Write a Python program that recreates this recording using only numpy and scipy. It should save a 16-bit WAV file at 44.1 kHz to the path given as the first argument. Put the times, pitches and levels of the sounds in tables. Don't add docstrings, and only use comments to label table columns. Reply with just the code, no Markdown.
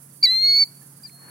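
import sys
import numpy as np
from scipy import signal
from scipy.fft import rfft, irfft
from scipy.io import wavfile
from scipy.ndimage import uniform_filter1d, map_coordinates

SR = 44100
rng = np.random.default_rng(int(sys.argv[2]) if len(sys.argv) > 2 else 0)


def generate_wav(signal):
    frames = np.transpose(np.atleast_2d(signal))
    scaled = np.clip(frames, -1, 1) * 32767
    pcm = np.round(scaled).astype(np.int16)
    wavfile.write(sys.argv[1], SR, pcm)


N = 57330
LOW_PARTIAL_TOP_HZ = 3020


def undb(db):
    return 10 ** (np.asarray(db) / 20)


def curve(rows, column=1):
    rows = np.array(rows)
    return np.interp(np.arange(N) / SR, rows[:, 0], rows[:, column])


def walk(rate):
    k = max(int(SR / rate), 2)
    smooth = uniform_filter1d(rng.standard_normal(N), k, mode="wrap")
    smooth = uniform_filter1d(smooth, k, mode="wrap")
    return (smooth - smooth.mean()) / smooth.std()


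def noise(colour):
    points = np.array(colour)
    f = np.fft.rfftfreq(N, 1 / SR)
    shape_db = np.interp(np.log(f + 1), np.log(points[:, 0]), points[:, 1])
    shaped = irfft(rfft(rng.standard_normal(N)) * undb(shape_db), N)
    return shaped / shaped.std()


def band(hz, width):
    f = np.fft.rfftfreq(N, 1 / SR)
    bell = np.exp(-(2 * (f - hz) / width) ** 2)
    narrow = irfft(rfft(rng.standard_normal(N)) * bell, N)
    return narrow / narrow.std()


def swell(centre, length):
    return np.exp(-(2 * (np.arange(N) / SR - centre) / length) ** 2)


def place(x, pan_db):
    g = undb(pan_db)
    return np.array([x * 2 * g / (1 + g), x * 2 / (1 + g)])


def hiss():
    # f/Hz, relative density/dB
    hiss_colour = [(3000, -35), (6000, -15.5), (7800, -9.5), (9400, 1), (10600, 1.5), (12000, -4.5),
                   (13500, -7), (16000, -10)]
    flicker_db, flicker_hz = 2, 65
    sides = []
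    for level_db in (-61, -46.5):
        gain = undb(level_db + flicker_db * walk(flicker_hz))
        sides.append(gain * noise(hiss_colour))
    return np.array(sides)


def air():
    # f/Hz, relative density/dB
    air_colour = [(25, -37), (60, -27), (85, -11), (120, 3), (200, 1), (270, -0.5), (400, -10), (600, -14),
                  (1400, -15), (2500, -24), (3600, -28), (5000, -22), (9000, -19.5), (16000, -29)]
    mid_db, swell_db, swell_hz = -56, .8, 25
    wide_hz = 507
    f = np.fft.rfftfreq(N, 1 / SR)
    width = f ** 2 / (f ** 2 + wide_hz ** 2)
    side = irfft(rfft(noise(air_colour)) * width, N)
    gain = undb(mid_db + swell_db * walk(swell_hz))
    return gain * (noise(air_colour) + np.array([side, -side]))


def hum():
    # f/Hz, rms level/dB
    hum_tones = [(138.5, -54), (175.5, -63.5)]
    pitch_waver, level_waver_db = .008, .8
    out = np.zeros(N)
    for hz, db in hum_tones:
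        phase = 2 * np.pi * np.cumsum(hz * (1 + pitch_waver * walk(12))) / SR
        out += np.sqrt(2) * undb(db + level_waver_db * walk(23)) * np.sin(phase)
    return out


def faint_whistle():
    # centre t/s, length/s, f/Hz, width/Hz, level/dB
    faint_whistles = [(0.115, .02, 4600, 159, -65.5), (0.17, .05, 4600, 258, -64.5),
                      (0.228, .03, 4540, 148, -48), (0.694, .06, 4640, 503, -57.5),
                      (.98, .11, 4660, 493.4, -65)]
    out = np.zeros((2, N))
    for centre, length, hz, width, db in faint_whistles:
        sides = np.array([band(hz, width), band(hz, width)])
        out += undb(db) * swell(centre, length) * sides
    return out


def rush():
    # f/Hz, relative density/dB
    rush_colour = [(100, -21), (300, -0.5), (1000, 1), (1700, 0), (2500, -7.5), (6000, -46)]
    # f/Hz, width/Hz, boost/dB
    rush_peaks = [(420, 100, 5), (1010, 68, -1), (1660, 230, 6.5)]
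    start_s, full_s, level_db = 1.12, 1.28, -53
    f = np.fft.rfftfreq(N, 1 / SR)
    boost_db = sum(db / (1 + (2 * (f - hz) / width) ** 2) for hz, width, db in rush_peaks)
    resonance = undb(boost_db)
    sides = np.array([irfft(rfft(noise(rush_colour)) * resonance, N) * undb(db) for db in (0, -6)])
    flutter_db = 1.5 * walk(70)
    return undb(level_db + flutter_db) * curve([(start_s, 0), (full_s, 1)]) * sides


def plips():
    # start t/s, starting f/Hz, amplitude ahead of the envelope/dB, decay/s, left minus right/dB
    plip_rows = [(.44, 662, -51.5, 0.015, 3), (0.814, 1725, -51, 0.011, 14), (0.914, 855, -53, 0.011, 1),
                 (.998, 1643, -55, .012, 8.5), (1.051, 1750, -57, 0.022, 1.5), (1.131, 675, -56, 0.032, 8),
                 (1.19, 1100, -55, 0.015, 16), (1.243, 1746, -54, 0.018, 16), (1.247, 309, -54, 0.017, -6),
                 (1.258, 1140, -56, .016, 9), (1.274, 1610, -57, 0.013, 11), (1.272, 380, -53.5, .025, 4),
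                 (1.277, 987, -53, 0.024, 12)]
    attack_s, glide_per_s, wobble = .004, 1.2, .012
    out = np.zeros((2, N))
    for start, hz, db, decay, pan_db in plip_rows:
        age = np.maximum(np.arange(N) / SR - start, 0)
        pitch = hz * (1 + glide_per_s * age + wobble * walk(150))
        ring = np.sin(2 * np.pi * np.cumsum(pitch) / SR)
        envelope = (1 - np.exp(-age / attack_s)) * np.exp(-age / decay)
        out += place(undb(db) * ring * envelope, pan_db)
    return out


def tick():
    burst = swell(centre=1.097, length=.007) * band(hz=2330, width=600)
    return place(undb(-55.5) * burst, pan_db=2.3)


def echo(x, t60, delay):
    t = np.arange(N) / SR
    response = rng.standard_normal((2, N)) * np.exp(-np.log(1000) * t / t60) * (t > delay)
    response /= np.sqrt(np.sum(response ** 2, axis=1, keepdims=True))
    return signal.fftconvolve(x[None], response, axes=1)[:, :N]


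def shore(x):
    ground_db, ground_t60_s, tail_db, tail_t60_s = -22, .14, -37, .7
    bank_delay_s, bank_db = .172, -48
    treble_db, treble_hz = 14, 6400
    low_db = 9.5
    f = np.fft.rfftfreq(2 * N, 1 / SR)
    spectrum = rfft(x, 2 * N)
    low_boost = undb(low_db / (1 + (f / LOW_PARTIAL_TOP_HZ) ** 10))
    treble_boost = undb(treble_db * (1 - 1 / (1 + (f / treble_hz) ** 10)))
    dull = irfft(spectrum * low_boost)[:N]
    bright = irfft(spectrum * treble_boost)[:N]
    delayed = np.interp(np.arange(N) - bank_delay_s * SR, np.arange(N), dull, left=0)
    bank = undb(bank_db) * echo(delayed, 0.013, delay=0)
    tail = undb(tail_db) * echo(dull, tail_t60_s, delay=0.014)
    ground = undb(ground_db) * echo(bright, ground_t60_s, delay=0.0057)
    return ground + bank + tail


def call(whistle_hz, level_db, start, end, overtones_db):
    # f/Hz, level beside the whistle/dB
    throat_rows = np.array([(1950, -19), (2120, -23), (2350, -21.5), (5900, -40), (6400, -31.5),
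                            (7000, -29.5), (8200, -36.5), (8800, -41), (9300, -33), (11000, -54),
                            (12400, -37), (13300, -33.5), (14200, -35.5), (14700, -41), (15500, -38.5)])
    # f/Hz, relative density/dB
    rasp_colour = [(1500, -28), (3000, -15), (4300, -6), (5000, 7.5), (5500, -1.5), (6000, -10.5),
                   (9000, -9.5), (15000, -11)]
    rasp_db, overtone_waver_db, shimmer_db = -32, 2.5, .25
    attack_s, release_s = 0.0034, 0.005
    rough_after_s, rough_width_s = 0.014, 0.018
    jitter, rough_jitter, rough_rate_hz = .0004, 0.0033, 1400
    flutter_hz, flutter_scatter, flutter_depth, flutter_pitch = 270, .1, .13, .005

    t = np.arange(N) / SR
    rough = np.exp(-((t - start - rough_after_s) / rough_width_s) ** 2)
    flutter_rate = flutter_hz * (1 + flutter_scatter * walk(200))
    flutter = rough * np.cos(2 * np.pi * np.cumsum(flutter_rate) / SR)
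    wander = jitter * walk(200) + flutter_pitch * flutter + rough_jitter * rough * walk(rough_rate_hz)
    f0 = whistle_hz / 2 * (1 + wander)
    phase = 2 * np.pi * np.cumsum(f0) / SR
    voice = np.sin(2 * phase) + undb(rasp_db) * rough * noise(rasp_colour)
    for k in (1, 3, 4, 5, 6, 7):
        throat_db = np.interp(np.log(k * f0), np.log(throat_rows[:, 0]), throat_rows[:, 1])
        waver_db = overtone_waver_db * min(k / 5, 1) * (walk(140) + rough * walk(430))
        voice = voice + undb(throat_db + overtones_db + waver_db) * np.sin(k * phase)
    ramp = np.clip((t - start) / attack_s, 0, 1) * np.clip((end - t) / release_s, 0, 1)
    gate = np.sin(np.pi / 2 * ramp) ** 2
    loudness = (1 + flutter_depth * flutter) * undb(level_db + shimmer_db * walk(70))
    return np.sqrt(2) * voice * gate * loudness


def far_bird():
    # t/s, whistle f/Hz, level ahead of the trim/dB
    far_arch = [(1.034, 4620, -37.5), (1.039, 4893, -41), (1.046, 4840, -39.5), (1.057, 4780, -32),
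                (1.066, 4560, -42), (1.077, 4235, -48.5), (1.088, 4200, -61)]
    far_note = [(1.1, 4250, -62), (1.118, 4273, -53), (1.19, 4314, -52), (1.29, 4354, -50)]
    trim_db, echo_db = -2.5, 3
    rows = list(far_arch) + list(far_note)
    level_db = curve(rows, column=2) + trim_db
    voice = call(curve(rows), level_db, start=1.033, end=1.4, overtones_db=-4)
    return place(voice, pan_db=4.5) + undb(echo_db) * shore(voice)


def near_bird():
    # t/s, f/Hz
    arch_pitch = [(.227, 4257), (.232, 4650), (.239, 4711), (.247, 4655), (.256, 4370), (.263, 4014),
                  (.269, 3923), (.277, 3922)]
    note_pitch = [(.287, 3968), (.302, 4045), (.326, 4140), (.362, 4158), (.389, 4202), (.405, 4206),
                  (.445, 4308), (.468, 4325), (.482, 4363), (.51, 4348), (.533, 4391), (.546, 4380),
                  (.56, 4448), (.573, 4420), (.595, 4524), (.622, 4553), (.633, 4480), (.641, 4308)]
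    # t/s, level/dB
    arch_level = [(.228, -19.5), (.232, -13.5), (.241, -9), (.248, -10), (.257, -13), (.2625, -16.5),
                  (.267, -17)]
    note_level = [(.284, -18), (.308, -17.5), (.335, -19), (.38, -19.5), (.408, -21), (.427, -16.5),
                  (.448, -14.5), (.465, -16), (.505, -15), (.543, -16), (.56, -15.2), (.597, -15),
                  (.628, -12), (.639, -18)]
    # t/s, left minus right/dB
    pan_rows = [(.228, -3), (.238, 7.5), (.255, -6.5), (.264, 0), (.29, -0.5), (.405, 6), (.445, -1.8),
                (.52, -1), (.575, -4.5), (.635, -2)]
    # t/s, lag/ms
    lag_rows = [(.36, 0.0076), (.43, -0.018), (.56, -0.008), (.61, 0.021)]

    pitch = curve(list(arch_pitch) + list(note_pitch))
    level_db = curve(list(arch_level) + list(note_level))
    flare_db = 5.5 * swell(centre=0.256, length=0.0065)
    voice = call(pitch, level_db, start=.2258, end=.6428, overtones_db=flare_db)
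    lowpass = signal.butter(6, LOW_PARTIAL_TOP_HZ, fs=SR, output="sos")
    low = signal.sosfiltfilt(lowpass, voice)
    left, right = place(voice - low, curve(pan_rows))
    lag_samples = curve(lag_rows) * SR / 1000
    right = map_coordinates(right, [np.arange(N) - lag_samples], order=3)
    return low + np.array([left, right]) + shore(voice)


def scene():
    background = hiss() + air() + hum() + faint_whistle()
    water = rush() + plips() + tick()
    return background + water + far_bird() + near_bird()


def record(dry):
    top_hz = 15900
    lowpass = signal.ellip(10, .1, 80, top_hz, fs=SR, output="sos")
    return signal.sosfilt(lowpass, dry)


dry = scene()
out = record(dry)
generate_wav(out)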